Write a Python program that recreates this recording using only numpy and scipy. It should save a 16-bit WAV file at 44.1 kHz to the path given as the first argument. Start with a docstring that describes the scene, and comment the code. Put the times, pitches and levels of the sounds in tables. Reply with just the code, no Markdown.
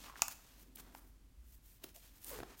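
"""Faint rustles and small twangs of rubber, then the cuff of a thin glove snaps against the wrist,
close to one microphone in a small quiet room. The taut film cracks and slaps the skin; a loose fold
slaps after it. Fingers slide over the glove, take hold with a soft low boom and stretch the cuff again:
folds tick, and the rubber sticks and slips in twangs, creaks and a short groan. A low hum lies beneath."""
import sys
import numpy as np
from scipy import signal
from scipy.fft import rfft, irfft, next_fast_len
from scipy.io import wavfile
from scipy.ndimage import map_coordinates

SR = 44100
rng = np.random.default_rng(int(sys.argv[2]) if len(sys.argv) > 2 else 0)


def wrap_up_sound(samples):
    """Save the sound to the file named by the first command line argument, as 16-bit audio."""
    columns = np.atleast_2d(samples).T
    # keep every value between -1 and 1, then stretch to whole-number steps
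    tamed = np.clip(columns, -1, 1)
    steps = np.round(tamed * 32767).astype(np.int16)
    wavfile.write(sys.argv[1], SR, steps)


N = 114660  # 2.6 s


def amp(db):
    """Decibels to gain."""
    return 10 ** (np.asarray(db) / 20)


def unit(x):
    """x scaled to rms 1."""
    return x / np.sqrt(np.mean(x ** 2) + 1e-20)


def along(points, hz):
    """(frequency, value) points read at hz on a log frequency axis."""
    freqs, values = np.transpose(points)
    return np.interp(np.log(hz + 1), np.log(freqs + 1), values)


def since(s):
    """Seconds after time s, for every sample."""
    return np.arange(N) / SR - s


def wobble(per_s):
    """A smooth random curve with per_s knots a second."""
    knots = rng.standard_normal(int(N * per_s / SR) + 4)
    return map_coordinates(knots, [np.arange(N) * per_s / SR])


def filtered(x, response):
    """x through a gain given as a function of frequency."""
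    size = next_fast_len(N + SR // 2)
    return irfft(rfft(x, size) * response(np.fft.rfftfreq(size, 1 / SR)), size)[:N]


def coloured(x, spectrum):
    """x through a curve of (frequency [Hz], gain [dB]) points."""
    return filtered(x, lambda hz: amp(along(spectrum, hz)))


def resonant(x, ring_hz, q):
    """x through one resonance."""
    width = ring_hz / q
    return filtered(x, lambda f: 1j * f * width / (ring_hz ** 2 - f ** 2 + 1j * f * width))


def noise(spectrum):
    """Smooth noise of the given spectral shape, at rms 1."""
    return unit(coloured(rng.standard_normal(N), spectrum))


def bell(s, rise, fall):
    """A rounded swell that peaks at s."""
    t = since(s)
    return np.exp(-.5 * (t / np.where(t < 0, rise, fall)) ** 2)


def burst(s, rise, t60):
    """A quick rise to time s, then a decay of 60 dB in t60 seconds."""
    t = since(s)
    return np.exp(np.minimum(t, 0) / rise - np.log(1000) * np.maximum(t, 0) / t60)


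def ring(s, modes, rise):
    """Damped modes (frequency [Hz], level [dB], t60 [s]) struck at s."""
    t = np.maximum(since(s), 0)
    tones = sum(amp(db) * np.exp(-np.log(1000) * t / t60) * np.sin(2 * np.pi * hz * t)
                for hz, db, t60 in modes)
    return tones * (1 - np.exp(-(t / rise) ** 2))


def struck(s, spectrum, pitch_ratio):
    """A single blow at s through a body of the given spectrum, shifted by pitch_ratio."""
    size = 8192
    hz = np.fft.rfftfreq(size, 1 / SR)
    cepstrum = irfft(np.log(amp(along(spectrum, hz / pitch_ratio))))
    causal = 1 + np.sign(np.fft.fftfreq(size))  # minimum phase: the energy comes at the start
    response = irfft(np.exp(rfft(cepstrum * causal)))
    return np.interp(since(s) * SR, np.arange(size), response, left=0, right=0)


# Room tone at the microphone (frequency [Hz], relative level [dB])
ROOM_TONE = [(20, -8), (50, -1), (260, -18.5), (400, -28), (1500, -31), (16000, -37)]
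# A low murmur of air in the room (time [s], level [dB])
MURMUR_LEVELS = [(0, -69.5), (.45, -81.5), (.7, -67), (1.03, -71.5), (1.3, -79.5)]
# The murmur's spectrum (frequency [Hz], relative level [dB])
MURMUR_SPECTRUM = [(120, -9), (260, 5.5), (600, -16), (1500, -48)]


def background():
    """The quiet room: a wavering low hum, room tone and a murmur of air that swells and fades."""
    hum_hz, drift_rad = 46.8, .33
    hum = np.sqrt(2) * np.sin(2 * np.pi * hum_hz * since(0) + drift_rad * wobble(4.8))
    hum *= amp(-64.5 + 2 * wobble(5.5))
    murmur_db = np.interp(since(0), *np.transpose(MURMUR_LEVELS))
    return hum + amp(-67.5) * noise(ROOM_TONE) + amp(murmur_db) * noise(MURMUR_SPECTRUM)


# Decay of the small room (frequency [Hz], t60 [s])
ROOM_DECAY = [(200, .45), (15000, 0.4)]


def room(x):
    """The near walls return a diffuse tail that reaches the microphone just after the direct sound."""
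    gap_s = .0076
    hz, t, frames = signal.stft(rng.standard_normal(SR // 2), SR, nperseg=256)
    decay = np.exp(-np.log(1000) * t / along(ROOM_DECAY, hz)[:, None])
    tail = signal.istft(frames * decay, SR, nperseg=256)[1]
    tail *= np.arange(len(tail)) / SR > gap_s
    return signal.fftconvolve(x, tail / np.linalg.norm(tail))[:N]


def boom():
    """A soft low boom as the hand takes hold: one damped mode."""
    hz, db, t60 = 59.2, -51, 1.0
    return ring(1.358, [(hz, db, t60)], rise=.015)


def wrinkles():
    """Single wrinkles flick under the fingers: sparse, very short bursts of noise, at rms 1."""
    flicks_per_s, t60 = 120, .0044
    flicks = (rng.random(N) < flicks_per_s / SR) * amp(rng.uniform(-2, 1.4, N))
    decay = np.exp(-np.log(1000) / (t60 * SR))
    envelope = signal.lfilter([1], [1, -decay], flicks)
    return unit(envelope * rng.standard_normal(N))


def friction(spectrum, flicks):
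    """Tiny slips of uneven size and wrinkle flicks over a smooth rub, at rms 1."""
    slips_per_s, scatter_db, slip_share = 2500, 4, .55
    slips = (rng.random(N) < slips_per_s / SR) * rng.choice([-1, 1], N)
    slips = np.sqrt(slip_share) * unit(slips * amp(scatter_db * rng.standard_normal(N)))
    rub = np.sqrt(1 - slip_share) * rng.standard_normal(N)
    return unit(coloured(slips + rub + flicks, spectrum))


# Fingers sliding on the glove, close to the microphone
# (peak time [s], rise [s], fall [s], scrape level [dB], rustle level [dB], hiss level [dB])
FINGER_STROKES = [(.015, 0.053, 0.063, -71, -59.5, -64), (0.063, 0.037, 0.032, -60.5, -62.5, -68.5),
                  (0.184, 0.023, 0.044, -66.5, -61.5, -65.5), (0.317, 0.0075, 0.011, -63, -53, -53),
                  (.5, .15, 0.13, -73, -69.5, -71.5), (0.624, 0.024, 0.0071, -72, -70.5, -61.5),
                  (0.802, 0.019, 0.0066, -59.5, -60, -53.5), (.845, 0.027, 0.14, -69, -74.5, -80),
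                  (.985, .03, 0.01, -68.5, -73.5, -60), (1.03, 0.035, 0.068, -80, -85, -72),
                  (1.547, 0.067, 0.022, -86, -77.5, -66.5), (1.667, 0.026, 0.086, -84.5, -73.5, -65.5),
                  (1.847, 0.026, 0.029, -67.5, -70, -68.5), (1.895, 0.0095, 0.01175, -73.5, -70, -66),
                  (1.953, 0.0056, 0.032, -88, -63, -57.5), (2.05, 0.029, 0.043, -74.5, -66.5, -65.5),
                  (2.17, 0.029, 0.027, -73, -70, -65.5), (2.235, .018, 0.022, -76, -66, -59),
                  (2.289, 0.025, 0.038, -61.5, -58.5, -48.5), (2.343, 0.018, 0.052, -56.5, -57, -59.5),
                  (2.507, 0.034, 0.039, -61, -64, -70), (2.6, 0.017, .02, -69.5, -61.5, -56)]
# Low, middle and high layers of the rubbing, each (frequency [Hz], relative level [dB])
SCRAPE_SPECTRUM = [(100, -11), (250, 2.5), (450, -1.5), (600, -2), (950, -2), (1700, -5), (3000, -16.5),
                   (8000, -41)]
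RUSTLE_SPECTRUM = [(500, -30.5), (1500, -5.5), (2900, -0.5), (4800, -2.5), (6500, -3), (9000, -8.5),
                   (15000, -13)]
HISS_SPECTRUM = [(2000, -30), (6000, -4.5), (9000, -2.5), (11000, -1.5), (14000, 4), (16000, -1)]


def strokes():
    """Each slide swells and fades with a slight judder; a firm grip scrapes, a light touch hisses."""
    power = sum((amp([[scrape_db], [rustle_db], [hiss_db]]) * bell(s, rise, fall)) ** 2
                for s, rise, fall, scrape_db, rustle_db, hiss_db in FINGER_STROKES)
    flicks = amp(-10.5) * wrinkles()
    layers = [friction(shape, flicks) for shape in (SCRAPE_SPECTRUM, RUSTLE_SPECTRUM, HISS_SPECTRUM)]
    judder = amp(1.46 * wobble(180))
    return (np.sqrt(power) * layers).sum(axis=0) * judder


# Stretched rubber creaking at the wrist (peak time [s], rise and fall [s], ring [Hz], level [dB])
RUBBER_CREAKS = [(0.096, 0.029, 1110, -57), (1.97, 0.012, 644, -64.5), (2.395, 0.017, 121, -54.5)]


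def creaks():
    """The rubber sticks and slips unevenly, and each slip rings the stretched film."""
    slips_per_s, jitter = 420, .35
    out = np.zeros(N)
    for s, width, ring_hz, db in RUBBER_CREAKS:
        slip_rate = slips_per_s * np.exp(jitter * wobble(400))
        slip_count = np.floor(np.cumsum(slip_rate) / SR)
        slips = np.diff(slip_count, prepend=0) * rng.standard_normal(N)
        swell = bell(s, width, width)
        creak = unit(swell * resonant(slips, ring_hz, q=5.2))
        out += amp(db) * creak * np.sqrt(np.mean(swell ** 2))
    return out


# The cuff groaning at full stretch (time [s], pitch [Hz], level [dB])
GROAN_PATH = [(2.3, 600.6, -83), (2.327, 531.3, -53), (2.4, 346.5, -59.5), (2.42, 330, -78)]


def groan():
    """The slips fall into step: a short, shaky, sinking tone of four harmonics."""
    jitter, db_per_harmonic, shake_db = .07, -8, 2.5
    times, hz, db = np.transpose(GROAN_PATH)
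    pitch = np.interp(since(0), times, hz) * np.exp(jitter * wobble(300))
    phase = 2 * np.pi * np.cumsum(pitch) / SR
    tone = unit(sum(amp(db_per_harmonic * k) * np.sin((k + 1) * phase) for k in range(4)))
    envelope = np.interp(since(0), times, amp(db), left=0, right=0)
    return envelope * amp(shake_db * wobble(250)) * tone


# Folds popping and fingertips letting go, close up
# (time [s], rise [s], t60 [s], pop pitch [Hz], pop level [dB], thud level [dB], tick level [dB])
FOLD_CLICKS = [(0.7596, 0.0023, .011, 14500, -42.5, -63.5, -53),
               (0.7731, .001, 0.0068, 2600, -54, -60.5, -55),
               (1.842, 0.0029, .012, 3400, -48.5, -53.5, -39), (1.844, 0.0025, 0.029, 303, -49, -63, -76),
               (2.2455, 0.00036, 0.006, 9700, -39, -75, -48)]
# Dull and bright parts of a click, each (frequency [Hz], relative level [dB])
THUD_SPECTRUM = [(60, -22), (200, 2), (700, -2), (4000, -55)]
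TICK_SPECTRUM = [(500, -33), (3000, -1), (10000, -7.5), (15000, -1.5)]


def clicks():
    """Dead little clicks: a fold pops at a pitch set by its size, with a soft thud and a bright tick."""
    thud, tick = noise(THUD_SPECTRUM), noise(TICK_SPECTRUM)
    out = np.zeros(N)
    for s, rise, t60, pop_hz, pop_db, thud_db, tick_db in FOLD_CLICKS:
        pop = unit(resonant(rng.standard_normal(N), pop_hz, q=2.2))
        out += burst(s, rise, t60) * (amp(pop_db) * pop + amp(thud_db) * thud + amp(tick_db) * tick)
    return out


# Single slips and taps on the rubber, close up (time [s], pitch [Hz], ring level [dB], scuff level [dB])
FILM_TWANGS = [(.0635, 2580, -36, -54), (0.1019, 1080, -46, -69), (0.1396, 1020, -44, -64),
               (0.1572, 1680, -32.5, -57), (0.1634, 1500, -36, -59), (0.1941, 1080, -37.5, -56),
               (0.9499, 870, -41.5, -44.5), (2.315, 525, -45.5, -53), (2.3423, 1010, -47, -53),
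               (2.3891, 478, -36, -43.5), (2.403, 376, -38.5, -46), (2.4299, 355, -37.5, -51),
               (2.433, 750, -36.5, -42.5)]
# The scuff of each one (frequency [Hz], relative level [dB])
SCUFF_SPECTRUM = [(100, -4.5), (1500, 2.5), (16000, -24.5)]


def twangs():
    """Each slip or tap scuffs the film and rings two of its modes for a few cycles."""
    decay_cycles, overtone_ratio, overtone_db = 8, 1.8, -6
    scuff = noise(SCUFF_SPECTRUM)
    out = np.zeros(N)
    for s, hz, ring_db, scuff_db in FILM_TWANGS:
        t60 = decay_cycles / hz
        modes = [(hz, 0, t60), (hz * overtone_ratio, overtone_db, t60 / overtone_ratio)]
        out += amp(ring_db) * ring(s, modes, rise=.0003)
        out += amp(scuff_db) * burst(s, rise=.00055, t60=.011) * scuff
    return out


# The cuff, then a loose fold, hitting the wrist close to the microphone
# (time [s], crack level [dB], slap level [dB], slap pitch [ratio], pocket level [dB], sizzle level [dB])
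CUFF_SNAPS = [(0.2202, -6, 5, 1, -13, -33.5), (0.2823, -21.5, -8, 1.15, -37, -31.5)]
# Modes of the taut film and of the air trapped under it (frequency [Hz], relative level [dB], t60 [s])
CRACK_MODES = [(5800, -8.5, .003), (6650, 3.5, 0.0023), (8670, -9, 0.0035), (13700, -13, 0.00235),
               (14600, -15.5, .0035)]
POCKET_MODES = [(2620, 0, .0062)]
# The hollow slap on skin and the film's flutter, each (frequency [Hz], relative level [dB])
SLAP_SPECTRUM = [(150, -23), (400, -21), (560, -31), (690, -2.5), (790, -7.5), (890, 1), (1020, -6.5),
                 (1180, 1), (1520, -5.5), (1850, -26), (4000, -50)]
FLUTTER_SPECTRUM = [(130, -10), (260, -6), (500, -12.5), (800, 0.5), (1300, 1), (2000, -6), (4000, -7),
                    (6700, -5), (9000, -11), (15000, -9)]


def snaps():
    """The film whips through the air, cracks, slaps the skin over a pocket of air and shivers briefly."""
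    crack_rise_s, slap_lag_s, flutter_t60_s = .00016, .00039, .044
    lowcut = signal.butter(2, 3600, "highpass", fs=SR, output="sos")
    out = np.zeros(N)
    for s, crack_db, slap_db, pitch_ratio, pocket_db, sizzle_db in CUFF_SNAPS:
        crack = amp(crack_db) * signal.sosfilt(lowcut, ring(s, CRACK_MODES, crack_rise_s))
        slap = amp(slap_db) * struck(s + slap_lag_s, SLAP_SPECTRUM, pitch_ratio)
        pocket = amp(pocket_db) * ring(s, POCKET_MODES, rise=.0007)
        sizzle = amp(sizzle_db) * burst(s, rise=.0003, t60=.005) * noise(HISS_SPECTRUM)
        whip = amp(-42) * burst(s, rise=.0027, t60=flutter_t60_s)  # swells just before the landing
        shiver = amp(-28) * burst(s, crack_rise_s, flutter_t60_s)
        flutter = amp(crack_db) * (whip + shiver) * noise(FLUTTER_SPECTRUM)
        out += crack + slap + pocket + sizzle + flutter
    return out


# Colour of the snaps as the room returns them (frequency [Hz], gain [dB])
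SNAP_ECHO_COLOUR = [(1100, 0), (4000, -1), (6700, -4.5), (9000, 0)]


def scene():
    """One microphone near the wrist: the glove up close, the room's tail and background behind it."""
    room_db = -11
    cuff = snaps()
    handling = clicks() + twangs() + strokes() + creaks() + groan()
    echo = amp(room_db) * (room(coloured(cuff, SNAP_ECHO_COLOUR)) + room(handling))
    return (cuff + handling + echo + boom() + background())[None]


def record(dry):
    """Nothing is kept above the band limit."""
    top_hz = 16050
    return np.array([filtered(channel, lambda hz: hz < top_hz) for channel in dry])


dry = scene()
out = record(dry)
wrap_up_sound(out)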